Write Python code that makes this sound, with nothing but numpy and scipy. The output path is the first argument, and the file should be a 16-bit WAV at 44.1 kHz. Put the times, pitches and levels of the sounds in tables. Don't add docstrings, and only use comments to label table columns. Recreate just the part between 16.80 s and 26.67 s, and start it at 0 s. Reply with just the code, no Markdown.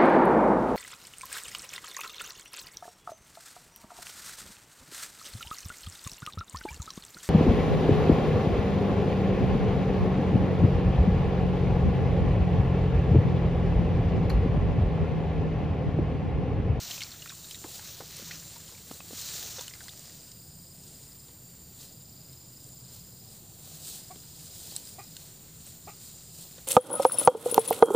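import sys
import numpy as np
from scipy import signal
from scipy.fft import rfft, irfft, next_fast_len
from scipy.io import wavfile
from scipy.ndimage import uniform_filter1d

SR = 44100
rng = np.random.default_rng(int(sys.argv[2]) if len(sys.argv) > 2 else 0)


def makeup_ratio(level_db):
    decades = np.asarray(level_db, float) / 20
    return 10 ** decades


def waveform_to_disk(signal):
    frames = np.transpose(np.atleast_2d(signal))
    scaled = np.clip(frames, -1, 1) * 32767
    samples = np.round(scaled).astype(np.int16)
    wavfile.write(sys.argv[1], SR, samples)


N = 435311

# [f/Hz, density/dB per Hz]
AIR_SPECTRUM = [(26, -18), (50, -3), (90, 0), (146, 0), (250, -9.5), (700, -21.5), (2200, -35), (3500, -28),
                (4600, -19.5), (5600, -27), (6400, -34), (7700, -29), (12300, -26.5), (15600, -8.5)]
AIR_DB = -52.5

# [t/s, level/dB, fineness/dB]
STIR = [(0, -57, -19), (.6, -56.5, -4.5), (1.3, -54, -5), (2.2, -62, -5), (3.3, -60, -7), (3.65, -72, -4),
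        (4.7, -72, -6), (6.4, -68.5, 3), (7.45, -61.5, -0.5), (8.2, -63.5, 0), (8.75, -67.5, -5),
        (9.4, -63.5, -2.5), (9.87, -70.5, 7)]
# [start/s, hold/s, level/dB, fineness/dB]
SWEEPS = [(0, 0.08, -47, -9.5), (0.11, 0.044, -46.5, -9), (0.204, .04, -57, -10), (0.917, 0.062, -53, -2.5),
          (1.07, 0.045, -52, -9), (1.367, 0.19, -53.5, -13.5), (1.73, .02, -61, -10),
          (1.91, 0.034, -64, -2), (2.117, 0.047, -56, 0), (2.324, .03, -57, -1), (2.378, .03, -48, -6),
          (2.44, 0.046, -46, -9), (2.527, .04, -46.5, -9), (2.6, 0.076, -46.5, -8.5),
          (2.72, 0.11, -49.5, -10.5), (3.03, 0.02, -67, 8), (4.035, 0.22, -65.5, 2), (4.478, 0.033, -73, 2),
          (5.016, 0.031, -58.5, 1), (5.52, 0.033, -73, 0), (5.85, 0.025, -69, 9), (6.14, 0.027, -60, 0.5),
          (6.519, 0.048, -66, 3), (6.871, .1, -58.5, 0), (7.052, 0.024, -54, 4), (7.11, 0.048, -50.5, 2),
          (7.608, .08, -62.5, 4), (7.757, 0.074, -57, 4), (7.876, 0.096, -53, 0.5), (8.077, 0.018, -57, 4),
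          (8.39, 0.085, -61.5, 1), (8.866, 0.04, -60.5, 4), (9.067, 0.028, -67, 5),
          (9.255, 0.033, -60.5, 4.5), (9.593, 0.049, -57, 3), (9.71, 0.11, -64, -6)]
RISE_DB_PER_S, FALL_DB_PER_S = 139, 148
LONG_SWEEP_S = 1
QUIET_DB = -72
# [f/Hz, density/dB per Hz]
SWISH_SPECTRUM = [(1600, -79), (2500, -11), (3490, -4.5), (4120, 0.5), (5900, -5.5), (7070, -0.5),
                  (8800, -21), (11800, -20.5), (13200, -14.5), (14900, -2), (15700, -11)]
# [f/Hz, density/dB per Hz]
HISS_SPECTRUM = [(5000, -72), (7600, 5.5), (9000, 5.5), (10500, -2), (12500, -7), (15700, -2)]
# [f/Hz, density/dB per Hz]
RUSTLE_SPECTRUM = [(800, -0.5), (1300, 5), (2000, 5), (3000, 3), (4200, -7)]
# [f/Hz, density/dB per Hz]
SHUFFLE_SPECTRUM = [(200, -5), (350, 4.5), (700, 3.5), (1100, -7), (1700, -42)]
# [quiet level/dB, share of swing, dB per dB of fineness, slowness]
RUSTLE_LAW = (-76.5, 0.5222, -0.58, 1.5)
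SHUFFLE_LAW = (-73, 0.393, 0.02, 1)
TEARING_LAW = (-87.5, 1.0558, -0.98, 0.5)
PATCH_RATE_HZ, SWISH_PATCHY_DB = 12, .4

# [t/s, level/dB]
CHORUS_LEVEL = [(0.0, -57), (0.3, -57.5), (0.85, -53.5), (1.24, -73), (1.65, -55), (2.14, -60.5),
                (2.53, -49), (2.83, -56.5), (5.66, -60), (5.97, -58), (6.4, -60.5), (6.98, -59),
                (7.51, -58), (8.91, -58), (9.46, -56.5), (9.87, -58.5)]
# [f/Hz, width/Hz, level/dB]
CHORUS_BANDS = [
    (7440, 130, -5.5),
    (7200, 260, 2),
    (6880, 130, -5.5),
    (8350, 1350, -2),
]
# [start/s, end/s, f/Hz, width/Hz, level/dB]
SINGERS = [
    (4.2, 9.87, 8582, 22, -73.5),
    (3.0, 4.05, 9200, 110, -68.5),
    (4.2, 4.9, 9150, 110, -70.5),
    (4.45, 5.0, 4780, 400, -67.5),
    (2.95, 3.9, 4850, 300, -64),
    (6.4, 7.25, 770, 50, -73),
]

# [t/s, peak level/dB, f/Hz, t60/s]
SNAPS = [(0.109, -30, 3100, 0.023), (0.1779, -33.5, 2530, 0.023), (0.2056, -27, 3000, 0.032),
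         (0.2164, -27, 2190, 0.028), (0.2188, -33, 2160, 0.023), (0.2433, -39, 2400, 0.019),
         (0.4207, -35.5, 2870, 0.042), (0.4565, -40, 1860, 0.026), (0.462, -44, 1850, 0.034),
         (0.4744, -42, 2450, 0.019), (0.5, -36.5, 1560, 0.036), (0.7095, -35.5, 3100, 0.034),
         (0.7435, -44, 1910, 0.05), (0.84, -35.5, 1040, 0.075), (1.509, -31, 1510, 0.016),
         (1.5146, -38, 2430, 0.07), (1.9778, -42.5, 2198, 0.027), (2.112, -38.5, 1076, 0.038),
         (2.2026, -38.5, 2586, 0.042), (3.1332, -45.5, 1270, 0.025), (2.9102, -42, 2040, 0.022),
         (2.9367, -35.5, 2080, 0.024), (2.951, -46, 2030, 0.025), (3.006, -36, 1560, 0.036),
         (3.0818, -37.5, 1920, 0.015), (3.2955, -46, 1900, 0.023), (8.3653, -39.5, 2960, 0.02),
         (9.7846, -48, 1513, 0.023), (0.507, -40, 2470, 0.03), (0.471, -42, 3450, .02),
         (0.649, -39, 3790, .02), (0.752, -36, 3740, .02), (0.994, -44, 1600, .02), (0.994, -46, 2250, .02),
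         (1.511, -29, 1940, 0.017), (1.533, -40, 2650, .025), (1.625, -46, 1810, .02),
         (1.948, -44, 2330, .02), (2.095, -46, 2150, 0.017), (2.791, -41, 1600, .025),
         (2.884, -51, 1500, 0.021), (8.367, -42, 1620, .015), (0.841, -43, 1620, .03),
         (7.434, -54, 1550, .02), (7.054, -40, 14600, 0.044), (9.615, -39, 15000, 0.037),
         (2.204, -39.5, 1100, .012), (0.4585, -37, 1430, 0.034), (0.7465, -44, 1970, .03)]
# [t/s, peak level/dB, f/Hz]
TWIGS = [(0.109, -30, 4300), (0.1855, -34, 4770), (0.2188, -29, 3760), (0.2357, -29, 4540),
         (0.317, -33, 4310), (0.3597, -39, 3690), (0.421, -36, 4230), (0.4942, -30.5, 3820),
         (0.6428, -38, 3880), (0.7098, -34, 3870), (0.745, -33, 3800), (0.9053, -41, 4410),
         (1.0884, -35, 4020), (1.5125, -31, 4400), (1.878, -45, 3190), (2.7915, -34, 3520),
         (2.8093, -31, 4380), (2.8786, -35, 4350), (2.88, -34, 2960), (2.936, -36, 5030),
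         (3.0823, -33, 4320), (3.092, -34, 3580), (3.5165, -42, 4968), (7.9133, -33, 4500),
         (7.9638, -31.5, 4240), (8.0721, -37, 4930), (8.366, -35, 4280), (9.7807, -43, 3640),
         (1.4006, -44, 3230), (3.489, -54, 3100), (0.205, -38, 5000), (0.225, -30, 4340),
         (0.253, -39, 4500), (0.264, -43, 3650), (0.326, -40, 3580), (0.394, -41, 4100), (0.460, -44, 4100),
         (0.718, -39, 5170), (1.555, -37, 5000), (1.597, -35, 5700), (2.898, -36, 5450), (3.255, -39, 5370),
         (3.517, -50, 3840), (5.532, -48, 4140), (7.358, -44, 3270), (3.040, -40, 6030), (3.175, -38, 5800),
         (3.296, -41, 5900), (5.011, -44, 5510), (0.451, -41, 6150), (0.501, -39, 5540), (2.813, -35, 6030)]
# [t/s, peak level/dB, f/Hz]
TICKS = [(0.1155, -35, 7320), (0.2188, -41, 7280), (0.2342, -41, 5700), (0.3056, -39, 7080),
         (0.4203, -35, 6160), (0.494, -34, 5750), (0.5346, -36, 7070), (0.7085, -35, 8500),
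         (0.7115, -37, 10500), (4.484, -43, 3800), (1.5099, -42, 7030), (2.8104, -25, 7260),
         (2.881, -27, 7200), (3.5168, -34, 7180), (5.5303, -41, 8440), (5.843, -40, 7360),
         (7.9637, -16.5, 8200), (7.9656, -34, 7000), (8.053, -35, 7500), (8.368, -28.5, 7200),
         (9.587, -35, 7280), (9.6127, -36, 8120), (0.4895, -36, 7920), (0.5515, -33, 8610),
         (0.1105, -31, 4300), (0.235, -22.5, 4960), (8.367, -35, 4005), (0.567, -46, 9000),
         (1.3675, -30, 9130), (2.9035, -39, 8500), (2.8115, -37, 14470), (8.8665, -34, 8100),
         (9.6255, -35, 9990), (0.3075, -35, 5300), (3.1941, -32, 7330), (3.4082, -38, 7320)]
# [t/s, peak level/dB, f/Hz, t60/s]
KNOCKS = [(0.177, -43, 550, 0.055), (0.8435, -34.5, 330, 0.031), (0.858, -40, 453, 0.021),
          (0.991, -43, 840, 0.021), (1.203, -32, 500, 0.011), (1.207, -38, 800, 0.028),
          (1.216, -41.5, 353, 0.022), (9.779, -45, 525, 0.024), (1.394, -39.5, 520, 0.024),
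          (0.3386, -44, 1360, 0.032), (1.758, -46.5, 930, 0.055), (1.89, -49, 1050, 0.023),
          (1.919, -46.5, 475, 0.061), (2.11, -32.5, 240, 0.018), (2.202, -43, 267, 0.012),
          (2.242, -46, 310, 0.018), (2.306, -36.5, 466, 0.016), (2.328, -35.5, 230, 0.027),
          (2.782, -39.5, 550, 0.019), (2.789, -37, 515, 0.027), (2.809, -38.5, 960, 0.033),
          (3.056, -53, 1010, 0.024), (4.489, -51, 278.1, 0.023), (7.356, -41, 239, 0.052),
          (7.919, -46, 377, 0.022), (2.7915, -48, 960, 0.058), (1.2056, -43, 1190, 0.035),
          (0.5194, -44, 1104, 0.033), (1.234, -45, 484, .025), (1.42, -42, 214, 0.046),
          (7.922, -51, 730, .02), (7.963, -48, 730, .015), (6.162, -52, 646, 0.028)]
TWIG_T60_S, TICK_T60_S = 0.02, .0025
CRACK_TOP = 3.3

# [t/s, f/Hz, level/dB]
ENGINES = [
    [(3.2, 135, -60), (3.5, 145.9, -64), (4.2, 141.6, -59), (4.6, 129.9, -59.5), (5.3, 131.3, -64.5),
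     (5.9, 127.8, -53.5), (6.4, 113.5, -58.5), (6.9, 92, -60), (7.2, 86.1, -83)],
    [(0.4, 149.8, -58), (0.9, 156.2, -68), (1.5, 164, -53.5), (2, 163.4, -66), (3.4, 168.2, -68),
     (3.8, 173.5, -56), (4.5, 187.8, -70), (4.8, 163, -62), (5.5, 164.5, -59.5), (5.9, 172, -64),
     (6.4, 181.8, -59.5), (7, 153.1, -60), (7.6, 161.7, -58.5), (8.4, 160.2, -59.5), (9.87, 168.2, -61)],
]

# [t/s, chirps sung so far]
BOUTS = [
    [(1.241, 0), (1.916, 17)],
    [(2.997, 0), (3.789, 20), (4.189, 30), (4.436, 36)],
    [(5.007, 0), (5.408, 10), (6.002, 25), (6.520, 38)],
    [(7.039, 0), (7.276, 6), (7.631, 15), (7.834, 20), (8.351, 33)],
    [(9.055, 0), (9.755, 17)],
]
BOUT_DB = [-54.5, -54.5, -54, -52.5, -54]
CRICKET_HZ, PULSE_GAP_S = 5227, 0.0098
CRICKET_SAG_PER_S, CRICKET_BEND = 6, .01
CRICKET_FLUTTER_DB, CRICKET_SCATTER_DB = 1.5, -26

# [t/s, length/s, top f/Hz, arch share, level/dB]
CLUCKS = [
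    (7.299, 0.031, 383, 0.18, -51),
    (8.18, 0.0307, 410.7, 0.28, -47),
    (9.069, 0.0335, 430, 0.303, -46),
]
CLUCK_ORDERS_DB = [-6, -0.5, -2.5, -24, -17, -13.5, -28]
# [lag/s, level/dB]
TRUNK_ECHOES = [
    (.026, -13),
    (.05, -24),
]
THROAT_HZ, THROAT_WIDTH_HZ, THROAT_DB = 685, 100, 6.5

MIC_LOW_HZ, TOP_HZ = 46.8, 15720
OFFSET = -.0003


def rms_one(x):
    return x / np.sqrt(np.mean(x ** 2) + 1e-20)


def in_time(rows):
    s, *columns = np.transpose(rows)
    return [np.interp(np.arange(N) / SR, s, c) for c in columns]


def drift(rate):
    r = np.exp(-80 * np.pi * rate / SR)
    coarse = rng.standard_normal(N // 40 + 2002)
    slow = signal.lfilter([1], [1, -2 * r, r * r], coarse)[2000:]
    return np.interp(np.arange(N) / 40, np.arange(len(slow)), rms_one(slow))


def resonance(x, hz, width):
    r = np.exp(-np.pi * width / SR)
    poles = [1, -2 * r * np.cos(2 * np.pi * hz / SR), r * r]
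    return signal.lfilter([(1 - r * r) / 2, 0, (r * r - 1) / 2], poles, x)


def resonance_twice(x, hz, width):
    return resonance(resonance(x, hz, width), hz, width)


def coloured(x, spectrum, patchy_db, ref_hz):
    size = next_fast_len(N // 4096 + 1) * 4096
    hz = np.maximum(np.arange(size // 2 + 1) * SR / size, 1)
    points = np.array(spectrum)
    gain_db = np.interp(np.log(hz), np.log(points[:, 0]), points[:, 1], left=-90, right=-90)
    shaped = rfft(x, size) * makeup_ratio(gain_db)
    shaped /= np.std(irfft(shaped * (hz > ref_hz[0]) * (hz < ref_hz[1]), size))
    shaped = shaped.astype(np.complex64)
    place = 2 * np.log2(hz).astype(np.float32)
    out = np.zeros(N)
    for k in range(int(2 * np.log2(points[0, 0])), int(2 * np.log2(points[-1, 0])) + 2):
        band = irfft(shaped * np.clip(1 - abs(place - k), 0, 1), size)[:N]
        out += makeup_ratio(patchy_db * drift(PATCH_RATE_HZ)) * band
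    return out


def add(out, s, sound):
    i = round(s * SR)
    out[i:i + len(sound)] += sound[:N - i]


def still_air():
    return makeup_ratio(AIR_DB - 2.0) * coloured(rng.standard_normal(N), AIR_SPECTRUM, 1.0, (30, 6500))


def grains(per_s, spread_db, hiss):
    sizes = makeup_ratio(spread_db * np.minimum(rng.exponential(1, N), 4)) * rng.choice([-1, 1], N)
    return rms_one(sizes * (rng.random(N) < per_s / SR)) + hiss * rng.standard_normal(N)


def motion(quiet_db, follows, per_fine, slowness):
    t = np.arange(0, N, 64) / SR
    stir_db, fine_db = (column[::64] for column in in_time(STIR))
    power = makeup_ratio(2 * (follows * (stir_db - QUIET_DB) + per_fine * fine_db))
    for start, hold, db, fine in SWEEPS:
        before_db = RISE_DB_PER_S * (start - t)
        after_db = FALL_DB_PER_S * (t - start - hold)
        away_db = np.maximum(before_db, after_db).clip(0) / slowness / (1 + abs(hold) / LONG_SWEEP_S)
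        power = power + makeup_ratio(2 * (follows * (db - QUIET_DB) + per_fine * fine - away_db))
    return makeup_ratio(quiet_db) * np.interp(np.arange(N) / SR, t, np.sqrt(power))


def grass():
    clump, blades = drift(41), grains(9000, 3.5, 0.71)
    swish = coloured(blades, SWISH_SPECTRUM, SWISH_PATCHY_DB, (5400, 6600))
    swish *= motion(-74.0, 0.9, 0, 0.91) * makeup_ratio(0.76 * clump)
    hiss = coloured(blades, HISS_SPECTRUM, 0.8, (9600, 12500))
    hiss *= motion(-77.5, 0.93, 0.94, 1.0) * makeup_ratio(1.3 * clump)
    rustle = coloured(grains(900, 1.3, 1.0), RUSTLE_SPECTRUM, 1.35, (1400, 3000))
    rustle *= motion(*RUSTLE_LAW) * makeup_ratio(0.86 * clump)
    shuffle = coloured(grains(300, 3.0, 1.0), SHUFFLE_SPECTRUM, 2.9, (350, 1100))
    shuffle *= motion(*SHUFFLE_LAW)
    tearing = rms_one(resonance_twice(blades, 5900, 1700))
    tearing *= motion(*TEARING_LAW) * makeup_ratio(3.2 * drift(40))
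    return tearing + swish + hiss + rustle + shuffle


def narrow_noise(hz, width):
    return rms_one(resonance_twice(rng.standard_normal(N), hz, width))


def chorus():
    level_db, = in_time(CHORUS_LEVEL)
    out, t = np.zeros(N), np.arange(N) / SR
    for hz, width, db in CHORUS_BANDS:
        flutter_db = 0.2 * drift(46) + 1.0 * drift(0.73)
        out += makeup_ratio(level_db - 1.5 + db + flutter_db) * narrow_noise(hz, width)
    for start, end, hz, width, db in SINGERS:
        on = np.clip(np.minimum(t - start, end - t) / 0.017, 0, 1)
        out += on * makeup_ratio(db + 0.63 * drift(30)) * narrow_noise(hz, width)
    return out


def breaks(events, rise_s, rasp_db, crack_db, crack_s, trim_db):
    out, t = np.zeros(N), np.arange(2600) / SR
    parting = round(1.488 * rise_s * SR)
    for s, peak_db, hz, t60 in events:
        fibres = rng.standard_normal(len(t))
        rasp = makeup_ratio(rasp_db) * rms_one(resonance(fibres, hz, 0.18 * hz))
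        swell = (1 - np.exp(-t / rise_s)) ** 2 * makeup_ratio(-60 * t / max(t60, .002))
        body = swell * (np.sin(2 * np.pi * hz * t) + rasp)
        splinters = np.roll(fibres * makeup_ratio(-17.5 - 60 * t / crack_s), parting)
        splinters[parting] += 1
        crack = resonance(splinters, min(1.25 * hz, 9000), 2.6 * hz)
        dull = signal.butter(4, min(CRACK_TOP * hz, 8500), fs=SR, output="sos")
        crack = signal.sosfilt(dull, crack)
        sound = body / abs(body).max() + makeup_ratio(crack_db) * crack / abs(crack).max()
        add(out, s, makeup_ratio(peak_db + trim_db) * sound / abs(sound).max())
    return out


def stems():
    twigs = [(s, db, hz, TWIG_T60_S) for s, db, hz in TWIGS]
    ticks = [(s, db, hz, TICK_T60_S) for s, db, hz in TICKS]
    out = breaks(SNAPS, 0.000783, -1.8, 2.0, 0.0063, 0.32)
    out += breaks(twigs, 0.00033, -2.3, -1.3, 0.0041, 0.35)
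    out += breaks(ticks, .0001, -5.0, -8, 0.0024, 0.57)
    return out + breaks(KNOCKS, .0018, -4.0, -0.98, 0.0082, 0.43)


def engines():
    out = np.zeros(N)
    for rows in ENGINES:
        first, last = rows[0], rows[-1]
        faded = [(first[0] - .3, first[1], -90), *rows, (last[0] + 0.33, last[1], -90)]
        hz, level_db = in_time(faded)
        phase = 2 * np.pi * np.cumsum(hz + 1.36 * drift(5.9)) / SR
        tone = np.sin(phase) + makeup_ratio(-18.5) * np.sin(2 * phase)
        out += makeup_ratio(level_db + 0.3 + 3.0 * drift(12)) * tone
    return out


def cricket():
    out, t = np.zeros(N), np.arange(400) / SR
    envelope = np.exp(-((t - .0045) / .0021) ** 2)
    for rows, level_db in zip(BOUTS, BOUT_DB):
        s, count = np.transpose(rows)
        starts = np.interp(np.arange(count[-1] + 1), count, s) - .005
        for start in starts:
            a, b, c, d = rng.standard_normal(4)
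            for lag, db, bend in ((0, 0.66 * a - 1, c), (PULSE_GAP_S, 0.43 * b, d)):
                hz = CRICKET_HZ * (1 + CRICKET_BEND * bend - CRICKET_SAG_PER_S * t)
                add(out, start + lag, makeup_ratio(level_db + db) * envelope * np.sin(2 * np.pi * hz * t))
    out = out * makeup_ratio(CRICKET_FLUTTER_DB * drift(130))
    scatter = rng.standard_normal(3000) * makeup_ratio(CRICKET_SCATTER_DB - 60 * np.arange(3000) / SR / 0.09)
    return out + signal.fftconvolve(out, scatter)[:N]


def fowl():
    out = np.zeros(N)
    for s, length, top_hz, arch, level_db in CLUCKS:
        part = np.linspace(0, 1, int(length * SR))
        phase = 2 * np.pi * np.cumsum(top_hz * (1 - arch * (2 * part - 1.1) ** 2)) / SR
        breath = rng.standard_normal((len(CLUCK_ORDERS_DB), 2500))
        hoarse = uniform_filter1d(breath, 60)[:, :len(part)]
        opening = np.sin(np.pi * part)
        voice = np.zeros(len(part))
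        for k, db in enumerate(CLUCK_ORDERS_DB):
            swell = opening ** (0.45 + 0.3 * min(k, 3))
            rough = 1 + (1.5 + 0.35 * k * k) * hoarse[k]
            voice += makeup_ratio(db) * swell * rough * np.sin((k + 1) * phase)
        add(out, s, makeup_ratio(level_db + 0.5) * voice)
    out += makeup_ratio(THROAT_DB) * resonance(out, THROAT_HZ, THROAT_WIDTH_HZ)
    reflected = resonance(out, 1700, 2500)
    for lag, db in TRUNK_ECHOES:
        out += makeup_ratio(db) * np.roll(reflected, round(lag * SR))
    scatter = rng.standard_normal(6000) * makeup_ratio(-25 - 60 * np.arange(6000) / SR / 0.17)
    return out + signal.fftconvolve(out, resonance_twice(scatter, 1900, 2000))[:N]


def scene():
    mono = still_air() + grass() + chorus() + stems() + engines() + cricket() + fowl()
    return np.array([mono, mono])


def roll_off(x):
    return signal.sosfilt(signal.butter(12, 16840, fs=SR, output="sos"), x)


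def record(dry):
    bass_cut = signal.butter(2, MIC_LOW_HZ, "high", fs=SR, output="sos")
    treble_cut = signal.cheby2(20, 60, TOP_HZ, fs=SR, output="sos")
    mix = signal.sosfilt(bass_cut, dry) + OFFSET
    mix = signal.sosfilt(treble_cut, mix)
    return roll_off(mix)


dry = scene()
out = record(dry)
waveform_to_disk(out)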